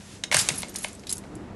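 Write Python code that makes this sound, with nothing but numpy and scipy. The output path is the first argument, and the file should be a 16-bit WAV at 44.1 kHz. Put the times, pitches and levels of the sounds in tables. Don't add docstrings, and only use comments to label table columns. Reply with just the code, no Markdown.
import sys
import numpy as np
from scipy import signal
from scipy.io import wavfile

SR = 44100
rng = np.random.default_rng(int(sys.argv[2]) if len(sys.argv) > 2 else 0)


def unload_wav(signal):
    wavfile.write(
        sys.argv[1],
        SR,
        np.round(np.clip(np.atleast_2d(signal).T, -1, 1) * 32767).astype(np.int16),
    )


def magnitude_from_level(level_db):
    exponent = np.asarray(level_db, float) / 20
    return 10 ** exponent


N = 68355


def rms_one(x):
    return x / np.sqrt(np.mean(x ** 2) + 1e-20)


def in_time(rows):
    return np.interp(np.arange(N) / SR, *np.transpose(rows))


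def drift(rate_hz):
    r = np.exp(-80 * np.pi * rate_hz / SR)
    slow = signal.lfilter([1], [1, -2 * r, r * r], rng.standard_normal(N // 40 + 2002))
    slow = rms_one(slow[2000:])
    return np.interp(np.arange(N) / 40, np.arange(len(slow)), slow)


def ring(clicks, hz, t60_s):
    r, w = magnitude_from_level(-60 / (t60_s * SR)), 2 * np.pi * hz / SR
    return signal.lfilter([0, np.sin(w)], [1, -2 * r * np.cos(w), r * r], clicks + 1e-18)


def band(x, low_hz, high_hz):
    edges_hz = [low_hz, min(high_hz, .45 * SR)]
    return signal.sosfilt(signal.butter(2, edges_hz, "band", fs=SR, output="sos"), x)


def coloured(white, spectrum, patchy_db):
    edges_hz = 22 * 2 ** np.arange(0, 9.6, .5)
    hz, db = np.transpose(spectrum)
    out = 0
    for k, (low_hz, high_hz) in enumerate(zip(edges_hz, edges_hz[1:])):
        log_centre = np.log(min(low_hz * high_hz, 11400 ** 2)) / 2
        level_db = np.interp(log_centre, np.log(hz), db, left=-90)
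        flicker = magnitude_from_level(level_db + patchy_db * drift(12.4))
        out = out + flicker * band(white[k % 2], low_hz, min(high_hz, 12100))
    return rms_one(out)


def strikes(events, sound):
    out, t = np.zeros(N + SR), np.arange(SR // 4) / SR
    for s, db, *how in events:
        i = int(s * SR)
        out[i:i + len(t)] += magnitude_from_level(db) * sound(t, rng.standard_normal(len(t)), *how)
    return out[:N]


# t/s, level/dB
SWELL = [(0.0, -48.5), (0.288, -44), (0.46, -38), (0.928, -45), (1.19, -41.5), (1.402, -37.5), (1.55, -39)]
# f/Hz, level/dB per Hz
TRAFFIC = [(13, -37), (22, 1), (313, -0.5), (1000, -14.5), (1620, -18.5), (2610, -27), (6790, -38),
           (10700, -46), (12500, -66), (16200, -86.5), (22000, -120)]
# f/Hz, level/dB
HUM = [(97, -51), (199, -46), (295, -55)]


def traffic():
    rumble = coloured(rng.standard_normal((2, N)), TRAFFIC, patchy_db=.8)
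    hum = 0
    for hz, db in HUM:
        level = magnitude_from_level(db - 4.0 + 5.1 * drift(49))
        phase = 2 * np.pi * np.cumsum(hz + 3.07 * drift(10.5)) / SR
        hum = hum + level * np.sin(phase)
    return magnitude_from_level(in_time(SWELL) - 2.5) * rumble + hum


def lobby(x):
    t60_s, gap_s, wall_cut_hz = 0.18, .004, 10000
    t = np.arange(SR // 2) / SR
    onset = np.clip((t - gap_s) / 0.0011, 0, 1)
    tail = 0.027 * rng.standard_normal(len(t)) * magnitude_from_level(-60 * t / t60_s) * onset
    return signal.fftconvolve(x, band(tail, 390, wall_cut_hz))[:N]


# t/s, level/dB
BUSTLE = [(0, -49.5), (.15, -45), (.21, -54.5), (.311, -56.5), (.316, -27.5), (.375, -21), (.395, -25),
          (.445, -32), (.52, -34.5), (.73, -49.5), (.77, -42), (.88, -42.5), (.97, -52), (1.085, -58.5),
          (1.098, -40), (1.19, -55.5), (1.22, -54.5), (1.55, -69.5)]
# f/Hz, level/dB per Hz
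RUB = [(470, -33), (800, -0.5), (3040, 1.5), (4490, -1.5), (5340, 3.5), (10000, -4), (11500, -15),
       (12500, -47), (16200, -68), (22000, -120)]
# f/Hz, level/dB, t60/s
KEYS = [(2170, -12, .1), (4110, -8, .12), (4610, -8, .2), (5160, -8, .15), (5860, -8, .15), (6630, -4, .12),
        (7620, -6, .15), (8060, -6, .15), (8630, -8, .15), (9240, -2, .22), (9600, -8, .12),
        (10240, 0, .22), (11190, -1, .2), (11960, -3, .15)]


def handling():
    grains_per_s, grain_db = 3100, -3.5
    rub_db, rattle_db, rattle_growth = -3, -9, .64
    sizes = magnitude_from_level(grain_db * np.minimum(rng.exponential(1, (2, N)), 4))
    sizes = sizes * rng.choice([-1, 1], (2, N))
    grains = sizes * (rng.random((2, N)) < grains_per_s * magnitude_from_level(4 * drift(25)) / SR)
    rub = coloured(.6 * rng.standard_normal((2, N)) + grains, RUB, patchy_db=.8)
    dealt = rng.integers(0, len(KEYS), N)
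    rattle = 0
    for k, (hz, db, t60_s) in enumerate(KEYS):
        rattle = rattle + magnitude_from_level(db) * ring(grains[0] * (dealt == k), hz, 0.43 * t60_s)
    bustle_db = in_time(BUSTLE)
    rattle_level = magnitude_from_level(rattle_db + rattle_growth * (bustle_db + 18))
    return magnitude_from_level(bustle_db) * (magnitude_from_level(rub_db) * rub + rattle_level * rms_one(rattle))


# t/s, level/dB, f/Hz, t60/s
BOOMS = [
    (0.349, -23, 148.6, 0.13),
    (.370, -24.5, 102.6, .12),
    (0.418, -18, 144.4, 0.036),
    (0.509, -19, 151.4, 0.067),
    (0.585, -38, 67, 0.098),
    (1.288, -40, 296, 0.25),
    (1.359, -25.5, 320, 0.077),
    (1.396, -36, 299, 0.23),
]


def booms():
    t = np.arange(N) / SR
    out = 0
    for s, db, hz, t60_s in BOOMS:
        swell = np.clip((t - s) / 0.011, 0, 1)
        decay = magnitude_from_level(db - 60 * np.maximum(t - s, 0) / t60_s)
        out = out + decay * swell * np.sin(2 * np.pi * hz * (t - s))
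    return out


def chink(t, white, hz, second_hz, ring_share):
    chink_db, tick_db, fizz_db, others_db = -13, -9, -17, -13
    chatter, chatter_t60_s, fizz_t60_s, tick_t60_s = .055, .05, .07, .012
    held, detune, free_s, stop_t60_s = .3, .003, .07, .018

    def off_db(a_hz, b_hz):
        return -6 * (np.log2(a_hz / b_hz) / .04) ** 2

    touch = (t == 0) + chatter * white * magnitude_from_level(-60 * t / chatter_t60_s)
    rings = 0
    for (m_hz, db, t60_s), grip in zip(KEYS, white[::-1]):
        level_db = max(off_db(m_hz, hz), off_db(m_hz, second_hz) - 3, db + others_db)
        rings = rings + magnitude_from_level(level_db) * ring(touch, m_hz * (1 + detune * grip), t60_s * held)
    stop_s = np.clip(ring_share, .02, 1) * free_s
    stopped = magnitude_from_level(-np.minimum(60 * np.maximum(t - stop_s, 0) / stop_t60_s, 90))
    tick = white * magnitude_from_level(-60 * t / tick_t60_s) * np.minimum(t / .0006, 1)
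    tick = band(tick, hz / 1.4, hz * 1.4)
    fizz = band(white * magnitude_from_level(fizz_db - 60 * t / fizz_t60_s), 5500, SR)
    return fizz + band(magnitude_from_level(chink_db) * rings * stopped + magnitude_from_level(tick_db) * tick, 2500, SR)


# t/s, peak level/dB, favoured f/Hz, second f/Hz, ring share/0-1
CHINKS = [(.388, -17, 11960, 10240, .5), (.405, -15, 11190, 10240, 0.3), (.412, -11.5, 10240, 7630, 0.9),
          (.520, -24.5, 11190, 6630, .1), (.546, -22.5, 6630, 11190, 0), (.5557, -21, 10240, 11190, 0.2),
          (.5776, -20, 10240, 9600, 0.15), (.5816, -16, 10240, 10240, 0.7), (.586, -28, 6630, 8630, 0.4),
          (.600, -20, 11960, 11960, .4), (.6044, -22, 10240, 9600, 0), (.6195, -18, 8640, 9600, 0),
          (.684, -28, 8640, 4100, 0), (.693, -24, 11960, 6640, 0.3), (.742, -26, 8640, 6640, 0.4),
          (.7586, -17, 9240, 6630, 0.27), (.785, -18, 11190, 6630, 0.3), (.808, -28, 11190, 10240, 0.4),
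          (.821, -24, 11190, 10240, 0.4), (.831, -19, 11190, 10240, 0.06),
          (.838, -19.5, 10240, 11190, 0.25), (.840, -16.5, 9240, 10240, 1),
          (.883, -25.5, 10240, 9240, 0.03), (.930, -28.5, 7630, 10240, 0.03),
          (.950, -30, 8080, 10240, 0.06), (.9946, -36.5, 6640, 5160, 0.26), (1.0695, -24, 4110, 11190, 0),
          (1.0875, -34, 10240, 7630, 0), (1.0932, -16, 5160, 4110, 0.3), (1.0945, -17.5, 10240, 11190, 0.1),
          (1.103, -14.5, 7630, 7630, 0.5), (1.114, -17.5, 9240, 6630, 0), (1.1256, -6, 10240, 10240, 0.13),
          (1.1260, -21, 6160, 7630, 0.05), (1.155, -26, 10240, 6640, 0.17), (1.169, -23, 6640, 7630, 0),
          (1.1806, -19, 11190, 8060, 0), (1.3533, -29, 10240, 7630, 0)]


def key_bunch():
    return strikes(CHINKS, chink)


# f/Hz, level/dB, t60/s
DOOR = [(595, -3.5, 0.023), (955, -4.5, 0.019), (1566, -23, 0.03), (1627, 3.5, 0.03), (2186, 9, 0.042),
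        (2454, 1.5, 0.013), (2900, 7.5, 0.0033), (3700, -13, 0.012), (3790, 10.5, 0.008), (4320, 7, 0.015),
        (5500, 11, 0.012), (6500, 13.5, 0.008), (8260, 13.5, 0.02), (8720, 16.5, 0.01)]


def knock(t, white, hz, shake_t60_s, body_db):
    knock_db, crack_db, far_modes_db = -25.5, -0.5, -21
    blow_size, shudder_share, rise_s, contact_s = 5.5, .35, .0009, .0006
    body_hz, body_late_s, t60_max_s, cycles_max = 1200, .002, .045, 30
    shake = white * magnitude_from_level(-60 * t / max(shake_t60_s, .004)) * np.minimum(t / rise_s, 1) ** 2
    blow = blow_size * (np.arange(len(t)) == int(contact_s * SR))
    drive = blow + shudder_share * shake
    late = band(np.roll(blow, int(body_late_s * SR)), body_hz / 3, body_hz * 2)
    panel = 0
    for k, (m_hz, db, t60_s) in enumerate(DOOR):
        low = m_hz < body_hz
        near_db = -6 * (np.log2(m_hz / hz) / .3) ** 2
        level_db = max(near_db, body_db if low else far_modes_db) + db
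        damped_s = min(t60_s, t60_max_s, cycles_max / m_hz)
        panel = panel + (-1) ** k * magnitude_from_level(level_db) * ring(late if low else drive, m_hz, damped_s)
    return magnitude_from_level(knock_db) * panel + magnitude_from_level(crack_db) * band(shake, hz / 1.79, hz * 1.98)


# t/s, peak level/dB, centre f/Hz, shake t60/s, low body level/dB
KNOCKS = [(.007, -35, 1790, 0.013, -0.5), (.2369, -13, 3330, 0.029, -10), (.2375, -24, 5700, 0.0044, -22),
          (.3140, -10.5, 2400, 0.01, 0), (.324, -12, 2410, 0.06, 2.5), (.327, -28.5, 8140, 0.028, -25),
          (.333, -27, 4000, .06, -25), (.3432, -3.5, 2900, 0.036, 1.5), (.345, -16, 480, 0.031, -9),
          (.3436, -8.5, 8400, 0.022, -31), (.349, -28, 2300, 0.08, -40), (.3670, -5.5, 8700, 0.012, -25),
          (.3685, -6, 1480, 0.013, -38), (.384, -16.5, 9500, 0.16, -35), (.3895, -14, 4750, 0.1, -27),
          (.397, -15, 4300, 0.017, -37), (.4874, -6.5, 7640, 0.0082, -36), (.4880, -9.5, 3200, 0.036, -4.5),
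          (.499, -27, 2570, 0.025, 11), (.503, -19, 2540, 0.022, -10), (.6198, -28.5, 4100, 0.03, -29),
          (.631, -17.5, 2730, 0.019, 3), (.645, -28, 2580, 0.0073, -12), (.751, -26.5, 1390, 0.046, -8),
          (.7586, -21.5, 5900, 0.036, -29), (.8447, -12, 2680, 0.016, 1.5), (.9946, -40, 5300, 0.018, -30),
          (1.035, -36.5, 2650, 0.035, -30), (1.0685, -33.5, 3950, 0.1, -35),
          (1.0877, -42, 4200, 0.012, -32), (1.0935, -30.5, 4100, 0.055, -26),
          (1.132, -41, 4100, 0.019, -27), (1.181, -40, 3800, 0.014, -30), (1.238, -37.5, 2030, 0.017, 12),
          (1.245, -35, 696, 0.095, -6)]


def metal_door():
    return band(strikes(KNOCKS, knock), 160, SR)


def scene():
    echo_db, keys_echo_db = -5.5, -12
    far, hand = traffic(), handling()
    door, keys = metal_door(), key_bunch()
    echo = magnitude_from_level(echo_db) * lobby(door + magnitude_from_level(keys_echo_db) * keys)
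    return (door + keys + echo + booms() + hand + far)[None]


def band_limit(x):
    return signal.sosfilt(signal.butter(12, 13080, fs=SR, output="sos"), x)


def record(dry):
    peak, top_cut_hz, low_cut_hz = .8, 12900, 48
    mix = peak * np.tanh(dry / peak)
    mix = signal.sosfilt(signal.cheby2(12, 60, top_cut_hz, fs=SR, output="sos"), mix)
    mix = signal.sosfilt(signal.butter(2, low_cut_hz, "high", fs=SR, output="sos"), mix)
    return band_limit(mix)


dry = scene()
out = record(dry)
unload_wav(out)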